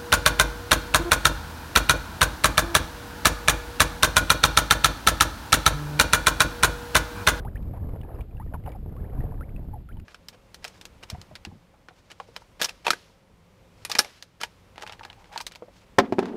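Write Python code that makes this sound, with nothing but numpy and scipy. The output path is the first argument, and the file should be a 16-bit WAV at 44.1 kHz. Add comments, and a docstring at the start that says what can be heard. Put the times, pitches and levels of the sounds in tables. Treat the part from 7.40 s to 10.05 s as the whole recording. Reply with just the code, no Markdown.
"""Small waves plink, gulp and lap against a drifting kayak, heard from its deck on open water.
Falling drops trap bubbles that resonate as they rise, air pockets gulp under the hull,
wavelets knock its damped modes into vibration, and ripples wash along it as clouds of tiny bubbles.
Behind them wind rumbles on the microphone; the recorder adds hiss and faint images around a high carrier."""
import sys
import numpy as np
from scipy import signal
from scipy.fft import rfft, irfft, next_fast_len
from scipy.io import wavfile

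SR = 44100
rng = np.random.default_rng(int(sys.argv[2]) if len(sys.argv) > 2 else 0)


def bounce(signal):
    """Save signal as a 16-bit WAV file at the path given by the first command-line argument."""
    frames = np.transpose(np.atleast_2d(signal))
    limited = np.clip(frames, -1, 1)
    pcm = np.round(limited * 32767).astype(np.int16)
    wavfile.write(sys.argv[1], SR, pcm)


N = 116865

# Drops trapping a bubble: t/s, f/Hz, level/dB, length/s, last f / first f, glide exponent, tick/dB re bubble
DROPS = [(.050, 835, -31.5, 0.04, 2.14, 2.53, -22), (.157, 1724, -38.5, 0.024, 1.87, 2.26, -16),
         (0.226, 2800, -50.5, 0.0041, 1.47, 0.94, -6), (.270, 2350, -62, .014, 0.95, 1.1, -20),
         (.614, 2850, -46, 0.0089, 1.06, 1.4, -10), (0.633, 1700, -47.5, .014, 0.98, 1.1, -18),
         (0.635, 2450, -52, 0.01, 1.1, 1.1, -13), (0.753, 4930, -57.5, .005, 1.06, 1.1, -20),
         (0.808, 2280, -41.5, 0.0076, 1.08, 1.1, -7), (0.814, 2880, -52.5, 0.008, 0.88, 1.3, -6),
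         (0.909, 2470, -57, 0.016, 0.97, 1.1, -16), (.969, 2760, -49, 0.0085, 0.97, 1.1, -14),
         (0.978, 1610, -56.5, 0.044, 1.05, 0.95, -20), (.999, 847, -33.5, .036, 1.55, 1.7, -28),
         (1.000, 1820, -52.5, 0.038, 1.28, 1.6, -16), (1.074, 1790, -53.5, 0.015, 1.05, 1.1, -17),
         (1.238, 1940, -55, 0.02, 1.5, 1.26, -5), (1.262, 2900, -44, 0.0062, 1, 0.95, -17),
         (1.291, 4730, -56, .005, 1.05, 1.1, 3), (1.319, 3100, -50, 0.0068, 0.88, 1.4, -3),
         (1.358, 5000, -59, .005, 1.03, 1.1, -12), (1.495, 1600, -53.5, 0.0082, 1.34, 1.1, -12),
         (1.565, 1072, -45, 0.046, 1.6, 1.7, -11), (1.642, 1650, -49, 0.023, 1.5, 1.4, -16),
         (1.806, 1764, -39.5, 0.011, 1.14, 1.15, -17), (2.009, 1320, -37, 0.037, 1.74, 2.14, -18.5),
         (2.091, 2006, -51, 0.015, 1.66, 1.6, -14), (2.163, 2610, -44, 0.011, 1, 1.7, -11.5),
         (2.489, 1367, -43.5, .045, 2.43, 3.4, -11), (2.570, 3050, -54, 0.012, .95, 1.1, -12),
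         (2.599, 2280, -47, 0.0047, 1.23, 1.5, -4)]
DROP_FADE_DB, DROP_FADE_POWER, DROP_ATTACK_S, DROP_RELEASE_SHARE = -21.5, 0.78, 0.00052, 0.073
DROP_WAVER, DROP_WAVER_HZ, TICK_DECAY_S = 0.23, 140, 0.0033
# Spectrum of a drop striking the surface: f/Hz, relative density/dB
TICK_SPECTRUM = [(200, -22), (800, -7), (2200, 5), (3400, -2.5), (4500, -14), (7000, -12), (12000, -28)]

# Air squeezed between wave and hull: t/s, f/Hz, level/dB, length/s, last f / first f, splash/dB re tone
AIR_POCKETS = [(0.331, 792, -41, 0.034, 0.73, -5.5), (0.36, 1012, -46, 0.026, 0.97, 0.5),
               (0.487, 896, -46, 0.012, .9, 2), (.559, 746, -34.5, .006, 0.7, -8),
               (.785, 860, -45.5, .014, .9, 3), (1.062, 507, -39.5, 0.0085, 0.72, -10),
               (1.125, 616, -40, 0.01, 0.96, -13), (1.137, 1610, -39, .010, 0.81, 5.5),
               (1.1396, 1104, -37, 0.029, 0.77, -8), (1.147, 745, -37.5, 0.0095, 1.22, -6),
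               (1.254, 831, -42.5, 0.0386, 0.87, 3), (1.274, 863, -31, 0.015, 0.77, -33),
               (1.277, 550, -37.5, 0.016, 0.94, -19), (1.295, 707, -49, 0.019, 0.63, 3.5),
               (1.314, 2290, -48.5, 0.02, 1.02, 1), (1.326, 1890, -56, .016, 1.14, 2),
               (1.347, 817, -38, 0.027, 0.834, -16), (1.725, 655, -47.5, 0.021, 1.22, -0.5),
               (1.82, 720, -45, 0.0073, 1.6, -6), (1.891, 784, -42.5, 0.0075, 0.5, -3),
               (1.920, 890, -34, 0.0064, 0.93, -17), (2.329, 740, -49, 0.0078, 0.91, -13),
               (2.333, 877, -36.5, 0.018, 0.95, -18.5), (2.353, 820, -42.5, 0.029, 0.75, -31),
               (2.568, 920, -52, 0.012, 0.99, 0)]
GULP_ATTACK_SHARE, GULP_RELEASE_SHARE, GULP_FADE_DB = 0.2, 0.28, -7
GULP_ROUGHNESS, GULP_FLUTTER_HZ = 0.33, 170
# Spectrum of the splash around a pocket: f/Hz, relative density/dB
SPLASH_SPECTRUM = [(150, -71), (450, 2), (900, 4.5), (1500, -7), (2500, -15.5), (4000, -33), (6000, -34.5)]

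# Wavelets striking the hull: t/s, level/dB
HULL_BLOWS = [(.207, -43), (.311, -32), (0.429, -37), (.446, -33), (.470, -31.5), (0.535, -28.5),
              (.643, -38.5), (.775, -51), (1.142, -28.5), (1.264, -32.5), (1.461, -29.5), (1.492, -38),
              (1.525, -33.5), (1.554, -38), (1.608, -35), (1.663, -33.5), (1.750, -31.5), (1.840, -27.5),
              (1.920, -39), (2.194, -32.5), (2.286, -34.5)]
BLOW_ATTACK_S, MODE_DETUNE = 0.00081, 0.093
# Modes of the hull: f/Hz, level/dB re blow, 60 dB decay time/s
HULL_MODES = [(80.7, 4, 0.086), (150.8, -2.5, 0.13), (220, -6, 0.049), (386, -8, 0.034), (576, -12, 0.038)]

# Envelope of the ripples along the hull: t/s, level/dB
WASH_ENVELOPE = [(0, -43.5), (.12, -52), (.15, -55), (.19, -50.5), (.28, -54), (.36, -52.5), (.52, -47.5),
                 (.63, -50.5), (.72, -46), (.81, -47), (.88, -62.5), (.93, -55), (1.06, -59.5), (1.10, -57),
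                 (1.22, -54.5), (1.30, -46), (1.40, -59.5), (1.47, -54.5), (1.62, -52), (1.73, -46.5),
                 (1.83, -44.5), (1.93, -47), (2.02, -52.5), (2.12, -53.5), (2.20, -54), (2.31, -58),
                 (2.43, -62.5), (2.47, -73), (2.51, -56), (2.65, -65)]
BUBBLES_PER_S, BUBBLE_SPREAD_DB, BUBBLE_DECAY_CYCLES, RUSH_GAIN = 1000, 3.5, 3.13, 0.38
# Spectral weighting of the ripples: f/Hz, relative gain/dB
WASH_SPECTRUM = [(100, -34), (250, -1.5), (450, 2.5), (750, -3), (1100, -11), (1700, -19), (2400, -27.5),
                 (3300, -37.5), (5500, -48)]

# Envelope of the gusts: t/s, level/dB
WIND_ENVELOPE = [(0, -34.5), (.24, -30), (.36, -33.5), (.53, -29.5), (.64, -37), (.72, -38.5), (.81, -31.5),
                 (.87, -41.5), (.93, -35), (1.2, -36.5), (1.35, -36.5), (1.5, -36), (1.6, -30.5),
                 (1.68, -36), (1.8, -28), (2.0, -34.5), (2.12, -36.5), (2.22, -33), (2.4, -37.5),
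                 (2.49, -43), (2.53, -35), (2.65, -43)]
BUFFET_DB, BUFFET_HZ = 3, 22.8
# Spectrum of wind on the microphone: f/Hz, relative density/dB
WIND_SPECTRUM = [(10, -13.5), (28, 0.5), (50, 0.5), (85, -1), (125, -6.5), (200, -15), (320, -21.5),
                 (600, -43.5), (1500, -69.5), (5000, -68)]

# Frequency response of the recorder: f/Hz, gain/dB
RECORDER_RESPONSE = [(20, 0), (4000, 0), (5100, 1), (5900, -7), (7000, -0.5), (9000, 0), (12000, -36)]
# Spectrum of its hiss: f/Hz, relative density/dB
HISS_SPECTRUM = [(100, 15.5), (700, -2.5), (1500, 1.5), (3000, -2.5), (5000, -10), (6000, -18.5),
                 (7200, -14), (10000, -16), (15000, -21)]
HISS_DB, CARRIER_HZ, MIRROR_TRIM_DB, BAND_LIMIT_HZ = -68, 12000, 0.2, 15800


def amp(db):
    """Amplitude ratio of a level in decibels."""
    return 10 ** (np.asarray(db) / 20)


def unit(x):
    """Normalisation to rms 1."""
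    return x / np.sqrt(np.mean(x ** 2) + 1e-20)


def envelope(points):
    """Gain at each sample, interpolated from rows of t/s, level/dB."""
    times, db = np.transpose(points)
    return amp(np.interp(np.arange(N) / SR, times, db))


def colour(x, points):
    """Zero-phase filtering by rows of f/Hz, gain/dB."""
    hz, db = np.transpose(points)
    size = next_fast_len(len(x) + 4096)
    f = np.fft.rfftfreq(size, 1 / SR)
    gain = amp(np.interp(np.log(f + 1), np.log(hz), db))
    return irfft(rfft(x, size) * gain, size)[:len(x)]


def noise(spectrum):
    """Spectrally shaped Gaussian noise of rms 1."""
    return unit(colour(rng.standard_normal(N), spectrum))


def wander(hz):
    """Random modulation of rms 1, low-passed at hz."""
    f = np.fft.rfftfreq(N, 1 / SR)
    return unit(irfft(rfft(rng.standard_normal(N)) / (1 + (f / hz) ** 4), N))


def add(mix, start, sound):
    """Superposition of a sound on the mix, from start in seconds."""
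    part = mix[max(round(start * SR), 0):][:len(sound)]
    part += sound[:len(part)]


def gate(t, length, attack_s, release_share):
    """Trapezoidal envelope, released over the last share of its length."""
    return np.minimum(t / attack_s, 1) * np.clip((1 - t / length) / release_share, 0, 1)


def drops():
    """Bubble resonance: an impact ticks, then trapped air rings, mostly rising in pitch as it surfaces."""
    out, impact = np.zeros(N), noise(TICK_SPECTRUM)
    waver = DROP_WAVER * wander(DROP_WAVER_HZ)
    for start, hz, db, length, glide, lateness, tick_db in DROPS:
        t = np.arange(0, length, 1 / SR)
        progress, span = t / length, round(start * SR) + np.arange(len(t))
        pitch = hz * (1 + (glide - 1) * np.sin(np.pi / 2 * progress ** lateness))
        phase = 2 * np.pi * np.cumsum(pitch) / SR + waver[span]
        ring = (1 + waver[span] * progress) * np.sin(phase)
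        ring *= amp(DROP_FADE_DB * progress ** DROP_FADE_POWER)
        ring *= gate(t, length, DROP_ATTACK_S, DROP_RELEASE_SHARE)
        tick = amp(tick_db) * impact[span] * np.exp(-t / TICK_DECAY_S)
        add(out, start, amp(db) * (ring + tick))
    return out


def gulps():
    """Cavity resonance: an air pocket rings roughly inside a short splash, mostly sinking in pitch."""
    out, spray = np.zeros(N), noise(SPLASH_SPECTRUM)
    flutter = GULP_ROUGHNESS * wander(GULP_FLUTTER_HZ)
    waver = GULP_ROUGHNESS * wander(GULP_FLUTTER_HZ)
    for start, hz, db, length, glide, splash_db in AIR_POCKETS:
        t = np.arange(0, length, 1 / SR)
        progress, span = t / length, round(start * SR) + np.arange(len(t))
        phase = 2 * np.pi * np.cumsum(hz * glide ** progress) / SR + waver[span]
        ring = (1 + flutter[span]) * np.sin(phase)
        splash = amp(splash_db) * spray[span] / np.sqrt(2)
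        shape = gate(t, length, GULP_ATTACK_SHARE * length, GULP_RELEASE_SHARE)
        add(out, start, amp(db + GULP_FADE_DB * progress) * shape * (ring + splash))
    return out


def hull_bumps():
    """Modal vibration: soft blows of water ring the damped hull, a little differently at each spot."""
    out, t = np.zeros(N), np.arange(8192) / SR
    hz, mode_db, t60 = np.transpose(HULL_MODES)[:, :, None]
    decay = np.exp(-np.log(1000) * t / t60)
    for start, db in HULL_BLOWS:
        detuned = hz * (1 + MODE_DETUNE * rng.uniform(-1, 1, hz.shape))
        modes = amp(db + mode_db) * decay * np.sin(2 * np.pi * detuned * t)
        add(out, start, modes.sum(0) * np.minimum(t / BLOW_ATTACK_S, 1))
    return out


def wash():
    """Incoherent summation: tiny damped bubbles merge over a soft rush, swelling with each ripple."""
    t, cloud = np.arange(2048) / SR, np.zeros(N)
    pitches_hz = np.geomspace(280, 3800, 24)
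    for hz in pitches_hz:
        births = rng.random(N) < BUBBLES_PER_S / len(pitches_hz) / SR
        strengths = amp(BUBBLE_SPREAD_DB * np.minimum(rng.exponential(1, N), 4))
        bubble = hz * np.sin(2 * np.pi * hz * t) * np.exp(-hz * t / BUBBLE_DECAY_CYCLES)
        cloud += signal.oaconvolve(births * strengths, bubble)[:N]
    bubbles = unit(colour(cloud, WASH_SPECTRUM))
    rush = RUSH_GAIN * noise(WASH_SPECTRUM)
    return envelope(WASH_ENVELOPE) * unit(bubbles + rush)


def wind():
    """Turbulent pressure: gusts buffet the microphone with a low, uneven rumble."""
    rumble = noise(WIND_SPECTRUM)
    buffeting = amp(BUFFET_DB * np.tanh(wander(BUFFET_HZ)))
    return envelope(WIND_ENVELOPE) * unit(rumble * buffeting)


def scene():
    """Superposition of water and wind at one microphone."""
    return (drops() + gulps() + hull_bumps() + wash() + wind())[None]


def record(dry):
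    """Holding each sample at the carrier rate mirrors the dulled sound about the carrier; hiss and a band limit
    follow."""
    dulled = colour(dry[0], RECORDER_RESPONSE)
    # Differentiation weights each component by about f / carrier, so the sidebands are faint.
    slope = np.gradient(dulled) * SR / (2 * np.pi * CARRIER_HZ)
    sidebands = 2 * slope * np.sin(2 * np.pi * CARRIER_HZ * np.arange(N) / SR)
    mix = dulled + amp(MIRROR_TRIM_DB) * sidebands + amp(HISS_DB) * noise(HISS_SPECTRUM)
    lowpass = signal.firwin(511, BAND_LIMIT_HZ, window=("kaiser", 9), fs=SR)
    return signal.oaconvolve(mix, lowpass, "same")[None]


dry = scene()
out = record(dry)
bounce(out)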